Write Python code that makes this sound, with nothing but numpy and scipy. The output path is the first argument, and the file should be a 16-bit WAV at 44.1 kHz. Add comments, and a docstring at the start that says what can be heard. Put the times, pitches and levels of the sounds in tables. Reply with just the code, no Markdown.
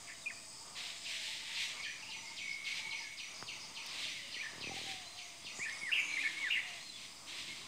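"""Among tall trees by a pond at dawn, an almost mono microphone: birds whistle, squawk, chirp and trill.
Calls are gliding sines; fast pitch swings make them rasp, and decaying noise echoes scatter them.
Insects ring in the treble as resonated pulses and noise; someone far off seems to sweep leaves (shaped noise).
Wings flutter by as low air pulses, twigs tick, and far hoots and filtered noise lie behind."""
import sys
import numpy as np
from scipy import signal
from scipy.fft import rfft, irfft, next_fast_len
from scipy.io import wavfile

SR = 44100
rng = np.random.default_rng(int(sys.argv[2]) if len(sys.argv) > 2 else 0)


def int16_out(signal):
    """Quantize to a 16-bit WAV file."""
    q = np.round(np.clip(np.atleast_2d(signal).T, -1, 1) * 32767)
    wavfile.write(sys.argv[1], SR, q.astype(np.int16))


N = 338247
T = np.arange(N) / SR   # t/s

# Table levels are those of each source ahead of its own trims and the final mix.
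# Clear whistles: start t/s, length t/s, first f/Hz, middle f/Hz, last f/Hz, peak level/dB,
# share of the length before the peak [0-1]
WHISTLES = [(.14, .025, 3800, 3870, 3870, -62, .5), (0.146, .02, 3080, 3020, 2980, -57, .5),
            (0.167, .03, 3870, 3900, 3870, -67, .4), (0.212, 0.021, 3900, 3870, 3850, -56, .5),
            (.235, .015, 3850, 3520, 3300, -54, 0.39), (.258, .032, 2716, 2326, 2700, -39, 0.28),
            (0.281, .032, 2595, 2393, 1490, -44, 0.84), (3.0, .1, 1806, 1733, 1690, -57, .5),
            (3.22, .14, 2320, 2316, 2320, -58, .3), (4.15, .07, 2316, 2080, 2000, -49.5, 0.67),
            (4.22, .1, 3032, 2830, 2740, -55, 0.14), (4.362, 0.023, 2076, 1980, 2000, -43, .5),
            (4.394, 0.032, 2140, 2330, 2470, -41, 0.4), (4.638, 0.058, 2650, 2530, 2400, -44.5, .55),
            (4.705, .03, 800, 772, 769, -49, 0.33), (4.76, .03, 730, 774, 756, -51, .45),
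            (4.85, .23, 794, 746, 689, -55, 0.14), (5.03, .12, 4010, 4100, 4180, -58, .5),
            (5.14, .33, 721, 702, 656, -63, 0.087), (5.42, .08, 3400, 3460, 3500, -56, .3),
            (5.584, .045, 7780, 7630, 7250, -56, .4), (5.595, .06, 1925, 2303, 2670, -39.5, 0.48),
            (5.7, .1, 2120, 2200, 2070, -48, 0.18), (5.671, .045, 4330, 4100, 4000, -62, .5),
            (5.715, .022, 6450, 6300, 6060, -54, .5), (5.783, 0.026, 5980, 5680, 5200, -49, .5),
            (5.81, .102, 2230, 2084, 1480, -40.5, 0.71), (5.98, .14, 7080, 6990, 6950, -58.5, 0.18),
            (6.0, .1, 6770, 6420, 6480, -56, 0.24), (6.08, .07, 2240, 2300, 2300, -40.5, 0.89),
            (6.09, .08, 4175, 4160, 4010, -56, 0.45), (6.163, .016, 2800, 2170, 1850, -35.5, 0.67),
            (6.176, .055, 1850, 2323, 2700, -37, 0.19), (6.36, .135, 2150, 2120, 1440, -39.5, 0.78),
            (6.46, .22, 3640, 3520, 3490, -56.5, .15), (6.582, 0.024, 1994, 2210, 2330, -35, 0.4),
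            (6.63, .17, 756, 707, 657, -60, 0.35), (6.8, .12, 4230, 4150, 4060, -52.5, 0.88),
            (6.93, .05, 3490, 3470, 3350, -49, 0.45), (7.47, .09, 2047, 2150, 2025, -53, 0.44)]
EDGE_DROP_DB = 9   # whistles and squawks start and end this far below their peak

# Harsh squawks: the same seven columns, then pitch swing f/Hz
SQUAWKS = [(.07, 0.056, 2285, 2238, 2130, -46.5, 0.57, 324),
           (1.763, .17, 2250, 2363, 2550, -45.5, 0.34, 160), (2.02, 0.033, 2790, 2610, 2350, -47, .4, 90),
           (2.06, .055, 2650, 2800, 2650, -51, .4, 120), (4.45, .05, 1940, 1820, 1830, -56, .4, 99),
           (6.235, 0.046, 2463, 2200, 2120, -35, .5, 100)]
SWINGS_PER_S = 260   # middle rate; it wanders
# Loudest bird's cries: start t/s, length t/s, level/dB, sunk pitch f/Hz
CRIES = [(5.916, .102, -29.5, 2266), (6.501, .09, -31.5, 1990)]
# Shape of a cry: share of its length [0-1], share of the way from top to sunk pitch [0-1],
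# level/dB, pitch swing f/Hz
CRY_SHAPE = [(0, 0.83, -5, 120), (.1, .1, 2.5, 170), (.3, 0.019, -4.5, 300), (.6, .65, -4, 300),
             (.88, 1.0, 1.5, 70), (1, 0.77, -16, 60)]
CRY_TOP_HZ, CRY_FIFTH_DB = 2821, -37   # top pitch; a faint tone at five times the pitch
# Short warbles: start t/s, level/dB
WARBLES = [(1.853, -47.5), (4.425, -46), (5.65, -44), (6.23, -40)]
WARBLE_S, WARBLE_TOP_HZ, WARBLE_DIP_HZ, WARBLE_SWING_HZ = 0.0518, 2010, 276.5, 59

# A bird's row of falling chirps: t/s of the middle, level/dB
CHIRPS = [(1.0505, -44.5), (1.5596, -42), (1.8337, -43), (2.1072, -43.5), (2.374, -42.5), (2.6534, -43.5),
          (2.9124, -42), (3.1862, -43), (3.475, -43), (3.7575, -44.5), (4.0394, -44), (4.3282, -43.5),
          (4.6156, -43), (4.879, -54), (5.1736, -47), (5.455, -46), (6.6763, -50), (6.965, -52.5)]
# Shape of one chirp: t/s from its middle, f/Hz, level/dB
CHIRP_SHAPE = [(-.017, 5500, -11), (-.004, 4400, -3), (.006, 3300, -4), (.016, 2560, 1), (.024, 2380, -9),
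               (.055, 2050, -11), (.075, 1980, -28)]
# Thin high note, perhaps an insect, sounding with each chirp: t/s from its middle, f/Hz, level/dB
THIN_NOTE = [(-.01, 5900, -30), (.01, 5920, -22), (.09, 5900, -24), (.13, 5880, -34)]

# Low rolling trill: t/s, f/Hz, level/dB
TRILL = [(2.25, 2060, -42.5), (2.288, 2198, -50), (2.39, 2120, -57), (2.406, 2241, -48), (2.706, 2200, -44),
         (2.771, 2293, -45.5), (2.984, 2194, -44.5), (3.188, 2188, -53.5), (3.2, 2060, -58)]
THROBS_PER_S = 61   # middle rate; it wanders
# Far dove-like phrases: start t/s, length t/s, level/dB
COOS = [(0.455, 0.25, -60), (1.198, 0.48, -58), (2.009, 0.34, -54.5), (2.777, 0.28, -53.5),
        (3.554, 0.33, -56.5)]
COO_HZ, COO_RISE_HZ, COO_NOTES_PER_S = 860, 69.5, 13.84
# Far hollow hoots and a hum: start t/s, end t/s, from f/Hz, to f/Hz, level/dB
HOOTS = [(0, 0.545, 705, 637, -71), (0.707, 1.39, 740.6, 614.5, -66.5), (4.033, 4.364, 584, 557, -69.5),
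         (5.854, 6.634, 302.5, 313, -69.5), (7.2, 7.664, 311, 310.5, -68)]

# Lone insects: start t/s, end t/s, pulse rate f/Hz, share of evenly timed strikes [0-1],
# wing resonance f/Hz, width of its narrower stage f/Hz, level/dB
INSECTS = [(-.1, 1.76, 110, .6, 8070, 350, -61), (-.1, 2.6, 150, .2, 7160, 500, -64.5),
           (-.1, 7, 45, .2, 6540, 70, -67), (5.53, 5.93, 120, 0.4, 8040, 700, -59.5),
           (5.53, 6.43, 120, .6, 9550, 330, -67.5), (5.53, 7.8, 120, .3, 7600, 400, -66.5),
           (5.53, 5.68, 120, 0, 6800, 700, -54.5), (5.93, 6.2, 96, .3, 6350, 470, -58)]
INSECT_FADE_S = .04
# Crickets in step: t/s, level/dB, depth of the lull between chirps/dB (negative swells instead)
CRICKETS = [(0, -55.5, 2.5), (.85, -49, 4), (1.6, -54, -2), (2.3, -48.5, 22), (3.9, -46.5, 11),
            (4.4, -57, -3), (5.4, -57.5, 1), (5.8, -53.5, -3), (6.5, -59, 2), (7.4, -56, -3),
            (7.67, -55, 2)]
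# the beat rests once and starts afresh
CRICKET_FIRST_S, CRICKET_PAUSE_S, CRICKET_RESTART_S, CRICKET_PERIOD_S = .1, 3.14, 3.4, .243

# Broom strokes: start t/s, swell t/s, hold t/s, peak level/dB, dying away in dB per s
STROKES = [(.745, 0.032, 0.12, -44.5, 76), (1.038, 0.05, .24, -42.5, 69), (1.47, 0.14, 0.017, -39, 79),
           (2.644, .03, .12, -45, 106), (3.845, 0.12, 0.075, -42.5, 55), (4.719, 0.039, .16, -45.5, 95),
           (6.16, 0.041, 0.051, -47, 31), (6.66, .015, 0.12, -53.5, 80), (6.893, 0.14, .02, -50.5, 136),
           (7.26, 0.029, 0.15, -46.5, 32)]
STROKE_SWELL_DB = 13.5
# Colour of bristles on leaves: f/Hz, relative level/dB per Hz
BROOM_COLOUR = [(760, -51), (1300, -23.5), (1830, -6), (2090, -1.5), (4070, -0.5), (4850, -9.5),
                (7660, -14.5), (8320, -14), (9720, -25), (15500, -35.5)]

# Wings passing: number of beats, gap t/s between them
FLUTTER_PACE = [(2, .0235), (3, .0303), (4, .023), (7, .0253)]
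FLUTTER_START_S, FLUTTER_NEAREST_S, FLUTTER_DB = 4.534, 4.672, -42.5
COMING_DB_PER_S, GOING_DB_PER_S, WING_SPREAD_DB = 85, 48, 1.5
# Single soft bumps: t/s, level/dB
BUMPS = [(1.6, -61), (3.426, -48), (3.713, -58), (4.366, -53.5), (5.447, -53.5), (5.591, -46), (5.831, -52)]
# Twig ticks: t/s, level/dB, centre f/Hz
TICKS = [(3.426, -25.5, 1080), (3.427, -42, 7000), (3.865, -26, 10900), (4.045, -38, 12000),
         (5.588, -39, 650), (5.574, -30, 3500), (5.697, -25, 3200), (6.148, -39, 3140)]

# Far wash of the wood: t/s, low murmur level/dB, far chorus level/dB
WASH = [(0, -65, -61.5), (.7, -65, -62), (1.2, -63.5, -64), (1.49, -62, -47.5), (1.83, -65, -59),
        (2.9, -63.5, -55.5), (3.5, -64, -58.5), (4.76, -61.5, -53.5), (5.47, -67, -60), (5.6, -59.5, -57.5),
        (6.43, -61.5, -50), (6.84, -62.5, -62.5), (7.67, -63.5, -58.5)]
WASH_FLICKER_DB = 1.5
# Noise colours, each: f/Hz, relative level/dB per Hz
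MURMUR = [(260, -21), (450, -9), (785, -5.5), (897, -3), (1180, -1), (1400, -8), (1700, -13), (2210, -30),
          (3740, -120)]
CHORUS = [(820, -38), (1400, -15), (2090, 2.5), (2300, 0.5), (2480, -0.5), (3810, 1), (4060, -3.5),
          (4500, -9), (5850, -12), (9900, -120)]
RUMBLE = [(18, -47), (30, -16), (92, -3), (130, -2.5), (308, -4), (435, -11.5), (520, -20), (680, -4),
          (1140, -120)]
AIR = [(2350, -52), (4000, -13), (5020, 0.5), (5470, -55), (5730, 0), (6380, -4), (8770, -3.5),
       (11000, -21.5), (15600, -20)]
SIDE_NOISE = [(18, -56), (30, -32), (137, 15.5), (1440, 1.5), (6570, -59), (7110, -19), (7900, -24.5),
              (9730, -36), (11400, 3), (15600, 2.5)]   # opposite in the two channels
RUMBLE_DB, AIR_DB, SIDE_DB = -66.5, -58.5, -78.5

# scatter from the whole wood and from close branches; both set in after the same delay
TREES_T60_S, NEAR_ECHO_T60_S, ECHO_ONSET_S = 0.74, .09, 0.002
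ECHO_BLUR_PER_S = 250
OFFSET, CUTOFF_HZ = -.0006, 15880   # constant shift of full scale; 60 dB down from here up


def whistles():
    """Near-sine notes with a fast flutter of pitch and level, both growing with the pitch."""
    out, waver, flutter = np.zeros(N), drift(170), drift(140)
    for row in WHISTLES:
        note, middle_khz = np.zeros(N), row[3] / 1000
        add_note(note, arc(*row), 24 * middle_khz * waver)
        out += note * amp(1.1 * middle_khz * flutter)
    return out


def harsh_calls():
    """Notes whose pitch swings fast and unevenly, so that they spread into a rasp."""
    beat = np.sin(2 * np.pi * np.cumsum(SWINGS_PER_S * amp(2.7 * drift(60))) / SR)
    swing = .7 * beat + .7 * drift(450)
    calls = cries(swing) + squawks(swing) + warbles(swing)
    return calls * amp(-1.0 + 1.6 * drift(250))


def cries(swing):
    """The loudest bird: a bending, rasping tone with a faint one at five times its pitch."""
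    out = np.zeros(N)
    share, sunk, shape_db, swing_hz = np.transpose(CRY_SHAPE)
    for start, length, db, low_hz in CRIES:
        at = start + length * share
        hz = CRY_TOP_HZ + sunk * (low_hz - CRY_TOP_HZ)
        rasp_hz = swing * np.interp(T, at, swing_hz)
        add_note(out, np.transpose([at, hz, db + shape_db]), rasp_hz, fade=0.0017)
        add_note(out, np.transpose([at, 5 * hz, db + shape_db + CRY_FIFTH_DB]), 5 * rasp_hz)
    return out


def squawks(swing):
    """Short arcs of pitch, roughened by the fast swing."""
    out = np.zeros(N)
    for *note, swing_hz in SQUAWKS:
        add_note(out, arc(*note), swing * swing_hz, fade=0.001)
    return out


def warbles(swing):
    """Brief level tones whose pitch dips twice, lightly roughened."""
    out = np.zeros(N)
    for start, db in WARBLES:
        dips_hz = WARBLE_DIP_HZ * np.abs(np.sin(2 * np.pi * (T - start) / WARBLE_S))
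        rows = [(start, WARBLE_TOP_HZ, db), (start + WARBLE_S, WARBLE_TOP_HZ, db)]
        add_note(out, rows, swing * WARBLE_SWING_HZ - dips_hz, fade=0.0017)
    return out


def chirps():
    """The same falling note again and again, husky from pitch jitter; a thin high note sounds with each."""
    out, husk_hz, flutter_hz = np.zeros(N), 90 * drift(500), 70 * drift(200)
    for middle, db in CHIRPS:
        add_note(out, np.array(CHIRP_SHAPE) + [middle, 0, db - 2.5], husk_hz)
        add_note(out, np.array(THIN_NOTE) + [middle, 0, db + 4], flutter_hz)
    return out * amp(1.5 * drift(200))


def trill():
    """A wavering tone chopped into uneven throbs."""
    hz, db = in_time(TRILL)
    throb_rate = THROBS_PER_S * amp(1.5 * drift(30))
    throb = .55 + .45 * np.cos(2 * np.pi * np.cumsum(throb_rate) / SR)
    tone = np.sin(2 * np.pi * np.cumsum(hz + 30 * drift(120)) / SR)
    level = amp(db + 3.5 + 2.7 * drift(22.06))
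    return level * throb * tone * gate(TRILL[0][0], TRILL[-1][0], 0.019)


def coos():
    """Each phrase is a string of short hollow sine notes climbing a little."""
    out = np.zeros(N)
    for start, length, db in COOS:
        notes = np.maximum(np.sin(2 * np.pi * COO_NOTES_PER_S * (T - start)), 0)
        hz = COO_HZ + COO_RISE_HZ * np.clip((T - start) / length, 0, 1)
        tone = np.sin(2 * np.pi * np.cumsum(hz) / SR)
        out += amp(db) * gate(start, start + length, 0.032) * notes * tone
    return out


def hoots():
    """Breathy low tones, their pitch and level unsteady with distance."""
    out = np.zeros(N)
    for start, end, from_hz, to_hz, db in HOOTS:
        hz = np.interp(T, [start, end], [from_hz, to_hz]) + 22 * drift(45)
        tone = np.sin(2 * np.pi * np.cumsum(hz) / SR)
        out += amp(db + 3.1 * drift(16)) * gate(start, end, 0.03) * tone
    return out


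def insects():
    """Lone singers start and stop by narrow wing resonances; a swarm goes on, pulsing in step."""
    swarm = stridulate(5096, 300, 66, .12) + amp(-2) * stridulate(4650, 350, 49, .12)
    level_db, lull_db = in_time(CRICKETS)
    early = T < CRICKET_RESTART_S - CRICKET_PERIOD_S / 2
    before_rest = np.minimum(T, CRICKET_PAUSE_S) - CRICKET_FIRST_S
    beating = np.where(early, before_rest, T - CRICKET_RESTART_S)
    lull = np.sin(np.pi * beating / CRICKET_PERIOD_S) ** 2
    out = amp(level_db - lull_db * lull - 6.0) * swarm
    for start, end, per_s, steady, hz, width_hz, db in INSECTS:
        level = amp(db + 2.8 * drift(5)) * gate(start, end, INSECT_FADE_S)
        out += level * stridulate(hz, width_hz, per_s, steady)
    return out


def stridulate(hz, width_hz, per_s, steady):
    """Wing-file noise and evenly timed tooth strikes, ringing in a narrow wing resonance; rms 1."""
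    share = np.clip(steady, 0, 1)
    strikes = np.diff(np.floor(per_s * T), prepend=0) * amp(2.0 * rng.standard_normal(N))
    file = (1 + share * np.cos(2 * np.pi * per_s * T)) * rng.standard_normal(N)
    rub = share * rms_one(strikes) + (1 - share) * rms_one(file)
    return rms_one(resonate(resonate(rub, hz, width_hz), hz, width_hz * 2))


def broom():
    """Dense scratchy grains of bristles on dry leaves; each stroke swells, holds and dies away."""
    grains = rng.standard_normal(N) * amp(drift(900) + 1.1 * drift(35))
    power = 0
    for start, swell, hold, db, dying_db in STROKES:
        rising_db = STROKE_SWELL_DB * np.clip(1 - (T - start) / swell, 0, 1)
        falling_db = dying_db * np.maximum(T - start - swell - hold, 0)
        stroke_power = amp(2 * (db - rising_db - falling_db))
        power = power + stroke_power * gate(start, N / SR + 1, 0.0092) ** 2
    return np.sqrt(power) * coloured(grains, BROOM_COLOUR)


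def wings_and_bumps():
    """Wing beats and single bumps push a soft low pulse of air that rings down."""
    push = np.zeros(N)
    gaps = [gap for count, gap in FLUTTER_PACE for _ in range(count)]
    beats = FLUTTER_START_S + np.cumsum([0] + gaps)
    coming_db = COMING_DB_PER_S * (FLUTTER_NEAREST_S - beats)
    going_db = GOING_DB_PER_S * (beats - FLUTTER_NEAREST_S)
    spread_db = WING_SPREAD_DB * rng.standard_normal(len(beats))
    wing_db = FLUTTER_DB - np.maximum(coming_db, going_db) + spread_db
    for s, db in BUMPS + list(zip(beats, wing_db)):
        push[round(s * SR)] = amp(db)
    # one beat: a dip of pressure, then a swing back that slows as it dies
    t = T[:SR // 25]
    pulse_hz = 105 + 600 * np.exp(-t / .002)
    pulse = -np.sin(2 * np.pi * np.cumsum(pulse_hz) / SR) * np.exp(-t / .006)
    return signal.fftconvolve(push, 1.47 * pulse / np.abs(pulse).max())[:N]


def ticks():
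    """Twigs tick: impulses through two broad resonances, each as wide as its centre frequency."""
    out = np.zeros(N)
    for s, db, hz in TICKS:
        click = np.zeros(N)
        click[round(s * SR)] = amp(db) * SR / hz / 4
        out += resonate(resonate(click, hz, hz), hz, hz)
    return out


def wash():
    """Coloured noises: low rumble, a murmur of far calls, a blur of far birds, and air hiss."""
    murmur_db, chorus_db = in_time(WASH)
    rumble = amp(RUMBLE_DB + WASH_FLICKER_DB * drift(8.6)) * coloured(rng.standard_normal(N), RUMBLE)
    murmur = amp(murmur_db + 3.1 * drift(9)) * coloured(rng.standard_normal(N), MURMUR)
    blur = amp(chorus_db + WASH_FLICKER_DB * drift(16)) * coloured(rng.standard_normal(N), CHORUS)
    return rumble + murmur + blur + amp(AIR_DB) * coloured(rng.standard_normal(N), AIR)


def scatter(x, t60_s):
    """A cloud of echoes from trunks and leaves: noise dying away by 60 dB in t60_s."""
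    t = T[:SR] - ECHO_ONSET_S
    echoes = rng.standard_normal(SR) * (t > 0) * amp(-60 * t / t60_s)
    return signal.fftconvolve(x, echoes / np.sqrt(np.sum(echoes ** 2)))[:N]


def add_note(out, rows, waver_hz, fade=0.0021):
    """Add one note: a sine gliding along (t/s, f/Hz, level/dB) rows, its pitch unsteady."""
    s, hz, db = np.transpose(rows)
    at = slice(max(int(s[0] * SR), 0), min(int(s[-1] * SR), N))
    t = T[at]
    pitch = np.interp(t, s, hz) + waver_hz[at]
    edges = np.clip(np.minimum(t - s[0], s[-1] - t) / fade, 0, 1)
    level = np.sqrt(2) * amp(np.interp(t, s, db))   # rms level to sine peak
    out[at] += level * edges * np.sin(2 * np.pi * np.cumsum(pitch) / SR)


def arc(start, length, first_hz, middle_hz, last_hz, peak_db, peak_share):
    """Note rows: pitch bends smoothly through three values, level swells to a peak and falls."""
    u = np.linspace(0, 1, 17)
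    # parabola through the three pitches
    hz = first_hz * (1 - u) * (1 - 2 * u) + middle_hz * 4 * u * (1 - u) + last_hz * u * (2 * u - 1)
    away = np.interp(u, [0, np.clip(peak_share, .05, .95), 1], [1, 0, 1])
    return np.transpose([start + length * u, hz, peak_db - EDGE_DROP_DB * away ** 1.47])


def resonate(x, hz, width_hz):
    """A two-pole resonance, gain about 1 on top."""
    r = np.exp(-np.pi * width_hz / SR)
    zeros = (1 - r * r) / 2 * np.array([1, 0, -1])
    poles = [1, -2 * r * np.cos(2 * np.pi * hz / SR), r * r]
    return signal.lfilter(zeros, poles, x + 1e-18)


def coloured(x, spectrum):
    """Shape a sound by a (f/Hz, level/dB) spectrum; rms 1."""
    hz, db = np.transpose(spectrum)
    size = next_fast_len(N)
    bins = np.maximum(np.arange(size // 2 + 1) * SR / size, 1)
    gain = amp(np.interp(np.log(bins), np.log(hz), db))
    return rms_one(irfft(rfft(x, size) * gain, size)[:N])


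def drift(rate):
    """Random wander: normal steps of spread 1, rate per second, joined by straight lines."""
    steps = rng.standard_normal(int(N / SR * rate) + 2)
    return np.interp(T * rate, np.arange(len(steps)), steps)


def gate(start, end, fade):
    """1 between two times, with soft ends."""
    return np.clip(np.minimum(T - start, end - T) / fade, 0, 1)


def in_time(rows):
    """Columns of a curve table, sample by sample."""
    s, *columns = np.transpose(rows)
    return [np.interp(T, s, c) for c in columns]


def rms_one(x):
    """Scale to rms 1."""
    return x / np.sqrt(np.mean(x ** 2) + 1e-20)


def amp(db):
    """Gain of a dB value."""
    return 10 ** (np.asarray(db) / 20)


def scene():
    """Calls with their scatter over the beds, nearly the same in both channels."""
    clear, harsh, far = whistles(), harsh_calls(), chirps()
    middle = trill() + coos() + hoots()
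    # fast random level changes spread the pitch of the calls' echoes
    blur = .6 + drift(ECHO_BLUR_PER_S)
    held = amp(-6) * clear + amp(-5) * harsh + amp(-3) * middle
    wood_tail = scatter(blur * held + amp(5) * far, TREES_T60_S)
    # close branches blur each glide
    smear = scatter(amp(-10) * clear + amp(-5) * harsh + amp(-8) * far, NEAR_ECHO_T60_S)
    direct = clear + amp(-2) * harsh + amp(-3) * far + middle
    beds = insects() + broom() + wings_and_bumps() + ticks() + wash()
    mid = direct + smear + wood_tail + beds
    side = amp(SIDE_DB) * coloured(rng.standard_normal(N), SIDE_NOISE)
    return np.array([mid + side, mid - side])


def record(dry):
    """The microphone's side: a slight constant offset, and a steep low-pass cuts the top."""
    low_pass = signal.cheby2(24, 60, CUTOFF_HZ, fs=SR, output="sos")
    return signal.sosfilt(low_pass, dry + OFFSET)


dry = scene()
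out = record(dry)
int16_out(out)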